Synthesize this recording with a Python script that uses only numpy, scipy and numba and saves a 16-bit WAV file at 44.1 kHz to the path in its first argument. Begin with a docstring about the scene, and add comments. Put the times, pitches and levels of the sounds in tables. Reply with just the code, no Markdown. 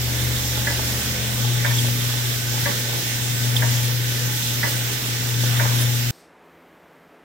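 """Machine shop: a hone spins and strokes in an oil-flooded iron cylinder, heard close by on two microphone ports.
The motor hums at twice the mains; grit and oil are banded noise that also rings cylinder and frame.
The stroke valve hisses as narrow noise and clunks at reversals; loose parts tick and knock as ringing modes.
A neighbouring machine drones, whines and stops. Then a cut to the quiet shop, in mono:
fingertips slide along the finished bore, as resonant noise over a distant murmur."""
import sys
import numpy as np
from scipy import signal
from scipy.fft import rfft, irfft, next_fast_len
from scipy.io import wavfile
from scipy.ndimage import uniform_filter1d
from numba import njit

SR = 44100
rng = np.random.default_rng(int(sys.argv[2]) if len(sys.argv) > 2 else 0)


def store_pcm(level_fs):
    """Save levels as 16-bit WAV."""
    pcm = np.round(np.clip(level_fs, -1, 1) * 32767).astype(np.int16)
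    wavfile.write(sys.argv[1], SR, np.atleast_2d(pcm).T)


N = 319264
T = np.arange(N) / SR
M = next_fast_len(N)
F = np.fft.rfftfreq(M, 1 / SR)
CUT_S = 6.110
LOW_PAN_DB = 4.4  # left minus right, for hum, drone, whine and rumble


def undb(db):
    """Amplitude factor of a level in dB."""
    return 10 ** (np.asarray(db) / 20)


def curves(table):
    """Columns against time, straight between rows."""
    s, *columns = np.transpose(table)
    return [np.interp(T, s, c) for c in columns]


def spectra(table):
    """Columns against log frequency, straight between rows."""
    hz, *columns = np.transpose(table)
    return [np.interp(np.log(F + 1), np.log(hz), c) for c in columns]


def unit(x):
    """Scale to rms 1."""
    return x / np.sqrt(np.mean(x ** 2))


def walk(rate_hz):
    """Random levels held 1 / rate_hz and slewed twice, rms 1."""
    hold = int(SR / rate_hz)
    steps = np.repeat(rng.standard_normal(N // hold + 1), hold)
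    slewed = uniform_filter1d(uniform_filter1d(steps, hold), hold)
    return unit(slewed[:N])


@njit
def svf(x, hz, width_hz):
    """State-variable band-pass with a moving centre and width, gain 1 at the centre."""
    y, band, low = np.empty(len(x)), 0., 0.
    for i in range(len(x)):
        g = np.tan(np.pi * hz[i] / SR)
        damping = width_hz[i] / hz[i]
        v = (band + g * (x[i] - low)) / (1 + g * (g + damping))
        band = 2 * v - band
        low = low + 2 * g * v
        y[i] = damping * v
    return y


def rung(hz, width_hz):
    """Noise through one resonance, rms 1."""
    return unit(svf(rng.standard_normal(N), hz + 0 * T, width_hz + 0 * T))


def tone(hz, waver_rad, rate_hz):
    """Sine with a wandering phase, rms 1."""
    return np.sqrt(2) * np.sin(2 * np.pi * hz * T + waver_rad * walk(rate_hz))


def ports(x, left_db, right_db):
    """Levels at the two ports, without lag."""
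    return undb([[left_db], [right_db]]) * x


def panned(x, pan_db):
    """Both ports, left minus right = pan_db."""
    return ports(x, pan_db / 2, -pan_db / 2)


def late(hz):
    """Phase turn at the right port: long waves reach both together, short ones the left first."""
    lag_s = 24 / 44100  # in full from 1300 Hz up
    return np.exp(-2j * np.pi * hz * lag_s * np.clip(hz / 1300, 0, 1) ** 2)


def stroke():
    """Hum dB, hum phase rad, rasp dB and hiss dB over one stroke in and out, repeated."""
    period_s, at_mouth_s = 1.975, 1.646
    # Each row: seconds after turning at the mouth, hum in dB, hum phase in rad, rasp swing in dB,
    # hiss swing in dB.
    stroke_points = [(0, -19.5, -0.026, 1.5, .5), (.25, -20.5, -0.076, -0.5, -1),
                     (.37, -24, 0.0024, -2, -1.5), (.5, -23.5, -0.025, -1, -1.5),
                     (.62, -23.5, 0.36, -1.5, -1.5), (.76, -28, 0.9, -2, -2), (.93, -25.5, 0.26, -1, -1),
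                     (1.05, -27, 0.3, 1.5, 0), (1.15, -26.5, .1, 0, -0.5), (1.3, -27, -0.38, -0.5, -1),
                     (1.42, -28, 1, -1.5, -0.5), (1.55, -27.5, 0.39, -1, -1.5),
                     (1.7, -24.5, 0.43, -1, -0.5), (1.79, -21, -0.14, -.5, -.5)]
    s, *columns = np.transpose(stroke_points)
    return [np.interp(T - at_mouth_s, s, c, period=period_s) for c in columns]


def add(out, s, peak_db, modes, rattle_s, rattle, pan_db):
    """A blow, then bounces of independent strength at each port, ring (Hz, dB, t60 s, rise s) modes."""
    bounces_per_s = 500
    t = T[:SR // 3]
    bounces = rng.random(len(t)) < bounces_per_s / SR
    blow = bounces * rng.standard_normal((2, len(t))) * np.exp(-t / rattle_s)
    blow *= rattle / np.sqrt(rattle_s * bounces_per_s / 2)
    blow[:, 0] = 1
    ring = 0
    for hz, db, t60_s, rise_s in modes:
        envelope = (1 - np.exp(-t / rise_s)) * 1000 ** (-t / t60_s)
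        ring = ring + undb(db) * envelope * np.sin(2 * np.pi * hz * t + rng.standard_normal())
    x = signal.fftconvolve(blow, ring[None], axes=1)[:, :len(t)]
    x = undb(peak_db) * x / np.abs(x).max()
    i = int(s * SR)
    out[:, i:i + len(t)] += panned(x, pan_db)


def motor():
    """Magnetic hum, louder with the head near the mouth; the fundamental shakes once a rotor turn."""
    hum_hz, start_rad = 120.04, .7
    rotor_hz, rotor_depth, waver = 26.7, .07, .06
    grows_db_per_s, wander_db, dip_s = .3, .8, .018
    # Each row: multiple of the hum, mean level in dB against the fundamental.
    overtones = [(2, -20.5), (3, -31), (4, -34)]
    # Brief dips on the way out. Each row: centre in seconds, depth in dB.
    dips = [(1.025, -16), (3.03, -12), (5.005, -10)]
    hum_db, turn_rad = stroke()[:2]
    hum_db = hum_db + grows_db_per_s * (T - CUT_S / 2) + wander_db * walk(9)
    for s, depth_db in dips:
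        hum_db = hum_db + depth_db * np.exp(-((T - s) / dip_s) ** 2)
    phase = 2 * np.pi * hum_hz * T + start_rad + turn_rad + 0.08 * walk(8)
    depth = rotor_depth * (1 + .5 * walk(2.37))
    shake = 1 + depth * np.sin(2 * np.pi * rotor_hz * T) + waver * walk(30)
    hum = np.sin(phase) * shake
    for k, db in overtones:
        hum = hum + undb(db + 1.6 * walk(8)) * np.sin(k * phase)
    return panned(np.sqrt(2) * undb(hum_db) * hum, LOW_PAN_DB)


def neighbour():
    """Another machine winds down: its drone sags while a whine grows, then all stops; a low rumble fades later."""
    drone_hz, drone_start_db, sag_from_s, sag_db_per_s = 73.4, -34, 0.89, -16
    whine_hz, idle_db, whine_from_s, whine_start_db, whine_db_per_s = 209.8, -46.5, 0.86, -40, 6.5
    murmur_hz, murmur_width_hz, murmur_db, murmur_pan_db = 444, 530, -41.5, -2
    stops_s, stop_fade_s = 1.47, 0.067
    rumble_hz, rumble_width_hz, rumble_db, rumble_ends_s, rumble_fade_s = 48, 20, -47, 3.0, .3
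    # Steady lines in the murmur. Each row: frequency in Hz, level in dB.
    lines = [(283, -50), (390, -52), (510, -49)]
    drone_db = drone_start_db + sag_db_per_s * np.maximum(T - sag_from_s, 0)
    growing_db = whine_start_db + whine_db_per_s * (T - whine_from_s)
    whine_db = uniform_filter1d(np.where(T < whine_from_s, idle_db, growing_db), SR // 20)
    drone = undb(drone_db) * tone(drone_hz, .15, 5.2)
    whine = undb(whine_db) * tone(whine_hz, .15, 5.0)
    murmur = undb(murmur_db) * rung(murmur_hz, murmur_width_hz)
    for hz, db in lines:
        murmur += undb(db) * tone(hz, .3, 6)
    rumble = undb(rumble_db) * rung(rumble_hz, rumble_width_hz)
    rumble *= np.clip((rumble_ends_s - T) / rumble_fade_s, 0, 1)
    running = np.clip((stops_s - T) / stop_fade_s, 0, 1)
    low = running * (drone + whine) + rumble
    return panned(low, LOW_PAN_DB) + panned(running * murmur, murmur_pan_db)


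def grit():
    """Dense grit and oil noise in narrow bands: all follow the stroke, each flickers alone."""
    hiss_from_hz = 2830  # rasp blends into hiss over the octave below
    spacing_octaves = .4
    # Noise at the ports before the stroke's swing. Each row: frequency in Hz, left in dB per Hz,
    # right in dB per Hz, likeness of the ports 0-1.
    machine = [(22, -80, -84, .97), (48, -62, -67, 0.83), (140, -56, -65.5, 0.96), (306, -64.5, -63.5, 1),
               (644, -70.5, -68, 0.3), (990, -71.5, -72, 0), (1960, -69.5, -61.5, 0.45),
               (2530, -67, -64.5, 0), (3440, -66.5, -60, 0.04), (4670, -66.5, -66, 0.17),
               (5430, -64.5, -62.5, 0.08), (7870, -68.5, -66.5, 0.17), (10400, -74, -73, 0.02),
               (12700, -75.5, -67, 0), (15800, -67, -67, .35)]
    left_db, right_db, like = spectra(machine)
    like = np.clip(like, 0, 1)
    common, own_left, own_right = rfft(rng.standard_normal((3, M))) * np.sqrt(SR / 2)
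    left = undb(left_db) * (np.sqrt(like) * common + np.sqrt(1 - like) * own_left)
    right = undb(right_db) * (np.sqrt(like) * common * late(F) + np.sqrt(1 - like) * own_right)
    both = np.array([left, right])
    rasp_db, hiss_db = stroke()[2:]
    bite = walk(12)  # shared by all hiss bands
    out = 0
    for hz in 25 * 2 ** np.arange(0, 10, spacing_octaves):
        offset = np.clip(np.log2(F / hz + 1e-9) / spacing_octaves, -1, 1)
        band = np.cos(np.pi / 2 * offset) ** 2
        high = np.clip(np.log2(hz / hiss_from_hz) + 1, 0, 1)
        band_rasp_db = rasp_db + 1.98 * walk(14)
        band_hiss_db = hiss_db + 0.69 * bite + 0.91 * walk(18)
        db = (1 - high) * band_rasp_db + high * band_hiss_db
        out = out + undb(db) * irfft(band * both, M)[:, :N]
    return out


def body():
    """The rasp rings cylinder and frame, each mode coming and going."""
    # Each row: frequency in Hz, width in Hz, left in dB, right in dB, before the rasp's swing.
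    ringing = [(282.5, 10.5, -48.5, -49), (393, 5, -61, -62), (438, 13, -54, -49.5), (505, 5.4, -50, -54),
               (566, 13, -65, -49), (850, 28, -47.5, -50), (1180, 35, -49.5, -48), (1515, 23, -42.5, -48.5),
               (1779, 39, -47.5, -52), (3530, 240, -53, -45)]
    rasp_db = stroke()[2]
    out = 0
    for hz, width_hz, left_db, right_db in ringing:
        mode = undb(rasp_db + 2.07 * walk(5.94)) * rung(hz, width_hz)
        out = out + ports(mode, left_db, right_db)
    return out


def valve():
    """The jet changes colour with the direction; each reversal clunks through the frame."""
    switch_share = 0.76  # of the jet that changes colour on the way out
    clank_rattle, thud_rattle = .9, 1.3  # bounces against the first blow
    # Jet going in, then coming out. Each row: frequency in Hz, width in Hz, left in dB, right in dB.
    jet_in = [(11970, 640, -56, -37.5), (12950, 670, -41, -45), (13900, 900, -44, -46)]
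    jet_out = [(14400, 500, -55, -51), (15300, 600, -45, -44)]
    # Each row: start in seconds, clank peak in dB, thud peak in dB, rattle decay in seconds, at the deep end or not.
    reversals = [(.670, -14, -20, 0.028, True), (1.646, -12.5, -19, .055, False),
                 (2.657, -13.5, -17.5, 0.036, True), (3.621, -14, -19.5, .06, False),
                 (4.630, -11.5, -18.5, 0.044, True), (5.595, -13, -18.5, .09, False)]
    # Modes of the valve block, then of the frame, which answers later. Each row: frequency in Hz,
    # relative dB at the deep end, relative dB at the mouth, t60 in seconds, rise in seconds.
    clank_modes = [(1464, -6, -3.5, 0.066, .001), (1603, -2.5, 0.5, 0.06, 0.00084),
                   (1702, 3.5, -2.5, 0.062, 0.0009), (1802, -1.5, -0.5, 0.081, 0.00078),
                   (1999, -1, -6, 0.094, .001), (2228, -14, -5, 0.079, 0.0013),
                   (2358, -10, -6.5, 0.072, 0.0013)]
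    thud_modes = [(246, -5.5, -16, .07, 0.0051), (399, -11, -11, .06, .006),
                  (576.5, -0.5, -1.5, 0.1, 0.013), (646, -11, 0.5, .07, 0.01),
                  (740, -18, -7, 0.059, 0.0078), (825, -4.5, -6, 0.056, 0.0075),
                  (932, -4, 2.5, 0.063, 0.006), (1024, -12, -1.5, 0.068, 0.0086),
                  (1142, -7, -2, 0.069, 0.0064)]

    def at_end(modes, deep):
        """Modes with the levels of one end of the stroke."""
        return [(hz, deep_db if deep else mouth_db, t60_s, rise_s)
                for hz, deep_db, mouth_db, t60_s, rise_s in modes]

    outward = np.zeros(N)
    out = np.zeros((2, N))
    for s, clank_db, thud_db, rattle_s, deep in reversals:
        outward[int(s * SR):] = switch_share * deep
        add(out, s, clank_db, at_end(clank_modes, deep), rattle_s, clank_rattle, -3)
        add(out, s, thud_db, at_end(thud_modes, deep), rattle_s, thud_rattle, -1)
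    outward = uniform_filter1d(outward, int(.12 * SR))
    for jets, share in ((jet_in, 1 - outward), (jet_out, outward)):
        for hz, width_hz, left_db, right_db in jets:
            out += ports(share * rung(hz, width_hz), left_db, right_db)
    return out


def head():
    """Stone holders tick and scrape, shaft joints knock dully, oil flung off the head splashes."""
    loose_per_s, loose_spread_db = 12, 7
    loose_knock_db, loose_tick_db = -27, -23  # loudest of the fainter blows that fall at random
    splash_rise_s = 0.013
    # Each row: start in seconds, peak in dB, left minus right in dB, scrape decay in seconds, scrape share.
    ticks = [(.36, -23, -5, .02, .6), (.772, -22, -4, .02, .5), (1.267, -24, -3, .015, .5),
             (1.663, -21, -8, .05, 1.2), (1.783, -16.5, -7, 0.027, 1.5), (3.24, -26, -5, .02, .6),
             (3.564, -12, -8, 0.035, 0.33), (3.685, -32, -8, .02, .5), (3.77, -23.5, -6, .05, 1.2),
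             (4.372, -22, -6, .02, .5), (5.341, -20.5, -4, .03, .6), (5.403, -25, -3, .01, .5),
             (5.569, -25, -7, .025, .6), (5.785, -19, -5, .05, 1.3)]
    # Each row: start in seconds, peak in dB, left minus right in dB.
    knocks = [(.574, -20, -3), (.792, -18.5, 4), (1.447, -20, 3), (1.846, -24, 0), (1.882, -26, 0),
              (2.577, -24, 3), (2.893, -26, 0), (2.930, -27, 0), (4.895, -28, -2), (5.436, -19.5, 0),
              (5.653, -17, 4), (5.80, -25, -1)]
    # Modes of a tick, then of a knock. Each row: frequency in Hz, relative dB, t60 in seconds.
    tick_modes = [(3150, -1.5, 0.042), (3435, 2, 0.031), (3650, -1.5, 0.043), (5300, -6, 0.022)]
    knock_modes = [(335, 2, 0.024), (472, -2.5, 0.034), (618, -1.5, 0.031), (855, 2.5, 0.034),
                   (1160, 0.5, 0.03), (1490, -11, 0.018)]
    # Each row: start in seconds, rms at its height in dB, left minus right in dB.
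    splashes = [(1.845, -36, 0), (2.34, -34, -4), (3.555, -28, -3), (3.825, -29, -1), (4.675, -34, 0),
                (4.915, -30.5, -5), (5.40, -31, -1), (5.80, -26.5, -3)]
    tick_modes = [(*mode, .001) for mode in tick_modes]  # rise in seconds
    knock_modes = [(*mode, .001) for mode in knock_modes]
    all_ticks, all_knocks = list(ticks), list(knocks)
    chance = rng.random((100, 4))
    times = np.cumsum(-np.log(1 - chance[:, 0]) / loose_per_s)
    for s, (_, faint, side, kind) in zip(times, chance):
        if s >= CUT_S:
            break
        db, pan_db = -loose_spread_db * faint, 8 * side - 6
        if kind < .5:
            all_ticks.append((s, loose_tick_db + db, pan_db, .02, .7))
        else:
            all_knocks.append((s, loose_knock_db + db, pan_db))
    out = np.zeros((2, N))
    for s, db, pan_db, scrape_s, share in all_ticks:
        add(out, s, db, tick_modes, scrape_s, share, pan_db)
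    for s, db, pan_db in all_knocks:
        add(out, s, db, knock_modes, .008, .6, pan_db)
    spray = np.array([rung(5900, 14000), rung(6300, 14000)])
    for s, db, pan_db in splashes:
        age = np.maximum(T - s, 0) / splash_rise_s
        out += panned(undb(db) * age * np.exp(1 - age) * spray, pan_db)
    return out


def quiet_shop():
    """Distant shop murmur as shaped noise, a far hum, and noise through the bore's air modes."""
    murmur_db, hum_hz, hum_db = -52.5, 168, -64
    # Murmur spectrum. Each row: frequency in Hz, relative dB per Hz.
    shop = [(15, -50), (45, -24), (58, -6), (88, -5), (110, -13), (161, -4), (212, -4), (439, 1),
            (624, -0.5), (2160, -9), (4610, -25.5), (13600, -34), (16000, -42)]
    # Air in the bore. Each row: frequency in Hz, width in Hz, mean level in dB.
    bore = [(258, 14, -62), (314, 19, -64), (430, 25, -64)]
    shaped = irfft(rfft(rng.standard_normal(M)) * undb(spectra(shop)[0]), M)[:N]
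    murmur = undb(murmur_db + .6 * walk(4.4)) * unit(shaped)
    air = sum(undb(db + 1.5 * walk(3.9)) * rung(hz, width_hz) for hz, width_hz, db in bore)
    hum = undb(hum_db + 1.7 * walk(7.7)) * tone(hum_hz, .4, 7.6)
    return murmur + air + hum


def fingertips():
    """Skin sliding on smooth iron: a squeak of moving pitch and width over a broader swish."""
    # Each row: time in seconds, squeak in dB, squeak in Hz, squeak width in Hz, swish in dB.
    fingers = [(6.11, -62, 14000, 900, -56.5), (6.2, -68, 13300, 700, -58.5), (6.24, -77, 12000, 700, -63),
               (6.3, -88, 10500, 700, -74), (6.4, -87, 13500, 2500, -92), (6.46, -77, 13800, 2500, -81),
               (6.8, -77, 13800, 2000, -81), (7.1, -78, 13500, 1980, -80), (7.24, -85, 13400, 2000, -85)]
    # Each row: frequency in Hz, width in Hz, relative dB.
    swish_bands = [(4580, 2200, 0.5), (8300, 900, -6), (11000, 4000, -15)]
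    squeak_db, hz, width_hz, swish_db = curves(fingers)
    swish = sum(undb(db) * rung(band_hz, band_width_hz) for band_hz, band_width_hz, db in swish_bands)
    return undb(squeak_db) * rung(hz, width_hz) + undb(swish_db) * swish


def scene():
    """Honing on two ports, then a cut to the quiet shop in mono."""
    left, right = body() + valve() + head()
    right = irfft(rfft(right, M) * late(F), M)[:N]
    honing = motor() + neighbour() + grit() + np.array([left, right])
    before = np.clip((CUT_S - T) / 0.0013, 0, 1)
    return before * honing + (1 - before) * (quiet_shop() + fingertips())


def record(dry):
    """The recorder cuts the top with a steep low-pass."""
    top_hz = 15800
    return signal.sosfilt(signal.ellip(12, .2, 80, top_hz, fs=SR, output="sos"), dry)


dry = scene()
out = record(dry)
store_pcm(out)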